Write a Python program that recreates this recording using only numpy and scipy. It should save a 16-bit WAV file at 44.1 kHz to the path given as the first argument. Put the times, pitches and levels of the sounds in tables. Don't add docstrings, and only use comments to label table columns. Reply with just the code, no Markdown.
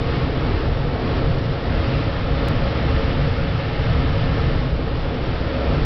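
import sys
import numpy as np
from scipy import signal
from scipy.fft import rfft, irfft
from scipy.io import wavfile
from scipy.ndimage import uniform_filter1d

SR = 44100
rng = np.random.default_rng(int(sys.argv[2]) if len(sys.argv) > 2 else 0)


def to_linear_factor(level_db):
    exponent = np.asarray(level_db, float) / 20
    return 10 ** exponent


def persist_wave(psi):
    counts = np.round(np.clip(psi, -1, 1) * 32767).astype(np.int16)
    wavfile.write(sys.argv[1], SR, np.atleast_2d(counts).T)


N = 257984


def evened(x):
    return x / np.sqrt(np.mean(abs(x) ** 2) + 1e-20)


def read(points, hz):
    point_hz, point_db = np.transpose(points)
    return np.interp(np.log(hz + 1), np.log(point_hz + 1), point_db)


def camera_facing(t):
    # time in seconds, facing from 0 (away from the canopy) to 1 (towards it).
    turns = [
        (0, 0.46),
        (0.801, 0.16),
        (1.4, 0.091),
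        (1.801, 0.59),
        (2.602, 0.71),
        (3.401, 1),
        (4.4, .9),
        (4.799, 0.28),
        (5.401, 0.35),
        (5.85, 0.52),
    ]
    return np.interp(t, *np.transpose(turns))


def flow(t, mean_db, share, facing_db):
    # time in seconds, level in dB.
    stream = [(0, -33), (.13, -30.5), (.3, -32.5), (.5, -31.5), (.78, -34), (1.14, -31.5), (1.45, -33.5),
              (1.75, -31.5), (2.02, -30), (2.24, -32.5), (2.5, -30.5), (3.0, -30.5), (3.62, -31.5),
              (3.9, -30.5), (4.53, -31), (4.72, -35), (5.2, -33), (5.72, -31.5)]
    stream_mean_db = -33
    swing_db = np.interp(t, *np.transpose(stream)) - stream_mean_db
    return mean_db + share * swing_db + facing_db * (camera_facing(t) - 0.5)


def lulls(t, column):
    # centre in seconds, thud change in dB, buffet change in dB, drumming change in dB.
    pockets = [(0.0, -4, -1.5, 0.5), (0.45, -0.7, -3.5, 0.6), (0.95, -4.5, 1.7, 0), (1.1, .1, -1.5, 0.5),
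               (1.3, 2, 1.7, -0.7), (1.48, -6.5, 1, -1), (1.76, 1, -5, .8), (2.05, -3.5, 0.5, -0.3),
               (2.3, -1.5, -2, -0.1), (2.75, -2.5, 2.2, 0.5), (2.99, 1.8, -4.5, -0.5), (3.1, -1.5, .1, 1.4),
               (3.62, -5.5, 0, -0.5), (3.9, 0.5, 2.5, -1.1), (4.25, 1.5, 1.5, 0.5), (4.88, -1.3, -2, -0.6),
               (5.15, -1, -1.1, .6), (5.38, 2.5, 0.4, 0), (5.5, -5, -4.5, -0.8), (5.68, -0.2, -0.3, 1),
               (5.85, 2.5, 3, -1)]
    width_s = 0.09
    return sum(row[column] * np.exp(-0.5 * ((t - row[0]) / width_s) ** 2) for row in pockets)


def cockpit_rings(hz, facing):
    # frequency in Hz, width in Hz, gain facing away in dB,
    # gain facing the canopy in dB (negative gains thin the sound, as at a node).
    cockpit_modes = [(33, 14, 6, 3), (66, 24, 4.5, 7), (121, 75, 4, 0), (253.8, 70, 6, 9.5),
                     (318, 5.7, 8, 3), (389, 16, 10, -5), (395, 10, -5.5, -2.5), (457.7, 60, 7.5, 9.5),
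                     (551.5, 29, 7, 10.5), (578, 12, -8.5, -3.5), (640, 100, 2.5, 2.5), (709, 68, 4, 5),
                     (759, 30, -4, -3.5), (818, 52, 2, 6.5), (884, 33, 3, -0.5), (1098, 44, 6.5, 3.5),
                    (1226, 52, 5.5, 6), (1326, 80, 5, 5), (1786, 46, 1.5, 6), (1860, 79, 3, -1),
                    (2130, 88, 0, 3.5), (2720, 67, -1.5, 4), (3030, 94, -0.5, 3)]
    rings_db = 0
    for mode_hz, width_hz, away_db, toward_db in cockpit_modes:
        peak = 1 / (1 + (2 * (hz - mode_hz) / width_hz) ** 2)
        rings_db = rings_db + np.outer(peak, away_db + facing * (toward_db - away_db))
    return rings_db


def turbulence(spectrum, size, patchy_db, flicker_db, patch_hz):
    hop = size // 4
    frames = N // hop + 5
    hz = np.fft.rfftfreq(size, 1 / SR)
    real, imaginary, patches = rng.standard_normal((frames, len(hz), 3)).T
    span = max(int(patch_hz * size / SR), 1)
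    patches = uniform_filter1d(patches, size=span, axis=0)
    patches = evened(uniform_filter1d(patches, size=4, axis=1))
    flicker = rng.standard_normal(frames)
    facing = np.clip(camera_facing(np.arange(frames) * hop / SR), 0, 1)
    colour = to_linear_factor(read(spectrum, hz)[:, None] + cockpit_rings(hz, facing))
    colour = colour / np.sqrt((colour ** 2).mean(axis=0))
    spectra = (real + 1j * imaginary) * colour * to_linear_factor(patchy_db * patches + flicker_db * flicker)
    return evened(signal.istft(spectra, nperseg=size, noverlap=size - hop)[1][:N])


def hiss(t):
    # frequency in Hz, level in dB per Hz.
    gap_spectrum = [(650, -29), (950, -3), (1500, -2.5), (2400, -6), (3450, -8), (4300, -12), (5030, -14.5),
                    (6500, -18), (8000, -46)]
    air = turbulence(gap_spectrum, size=4096, patchy_db=0.6, flicker_db=0.44, patch_hz=120)
    return to_linear_factor(flow(t, mean_db=-34, share=1, facing_db=0.1)) * air


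def drumming(t):
    # frequency in Hz, level in dB per Hz.
    canopy_spectrum = [(140, -34), (190, -4), (300, -4), (420, -6), (600, -7.5), (760, -11), (950, -13.5),
                       (1300, -51.5)]
    level_db = flow(t, mean_db=-27.5, share=0.9, facing_db=-2.6) + lulls(t, column=3)
    return to_linear_factor(level_db) * turbulence(canopy_spectrum, size=8192, patchy_db=1.0, flicker_db=-0.2, patch_hz=120)


def buffet(t):
    # frequency in Hz, level in dB per Hz.
    skin_spectrum = [(60, -38), (85, -8.5), (105, -1.5), (155, -1), (185, -11), (240, -61.5)]
    level_db = flow(t, mean_db=-24.5, share=0.44, facing_db=0.1) + lulls(t, column=2)
    return to_linear_factor(level_db) * turbulence(skin_spectrum, size=8192, patchy_db=0.5, flicker_db=1.2, patch_hz=40)


def thud(t):
    # frequency in Hz, level in dB per Hz.
    fuselage_spectrum = [(8, -9), (20, -1), (45, -1), (80, -2), (100, -5.5), (130, -47.5)]
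    level_db = flow(t, mean_db=-22.5, share=0.15, facing_db=0.1) + lulls(t, column=1)
    return to_linear_factor(level_db) * turbulence(fuselage_spectrum, size=8192, patchy_db=-0.66, flicker_db=0.5, patch_hz=30)


def scene():
    t = np.arange(N) / SR
    return (hiss(t) + drumming(t) + buffet(t) + thud(t))[None]


def dropout(t):
    # time in seconds, jump in dB, fade in milliseconds.
    lost_samples = (2.48526, -15.7, 2.5)
    start_s, jump_db, fade_ms = lost_samples
    fade = np.exp(-np.maximum(t - start_s, 0) * 1000 / fade_ms)
    step = to_linear_factor(jump_db) * fade * (t >= start_s)
    lowpass = signal.firwin(281, 15800, window=("kaiser", 6), fs=SR)
    return signal.oaconvolve(step, lowpass, "same")


def band_limit(x):
    # frequency in Hz, gain in dB.
    edge = [(4800, 0), (5200, -1), (5500, -5), (5750, -11.5), (6000, -23), (6200, -35), (6300, -55),
            (6400, -120)]
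    spectrum = rfft(x)
    fold = N // 8
    mirror = spectrum[:, fold:0:-1].conj()
    mirrored = np.concatenate([spectrum[:, :fold], mirror, spectrum[:, 2 * fold:]], axis=1)
    return irfft(mirrored * to_linear_factor(read(edge, np.fft.rfftfreq(N, 1 / SR))), N)


def top_cut(x):
    return signal.sosfilt(signal.butter(12, 16700, fs=SR, output="sos"), x)


def record(dry):
    overload_db, offset = -9.6, -0.0053
    clipped = np.clip(dry, -to_linear_factor(overload_db), to_linear_factor(overload_db))
    mix = band_limit(clipped) + offset + dropout(np.arange(N) / SR)
    return top_cut(mix)


dry = scene()
out = record(dry)
persist_wave(out)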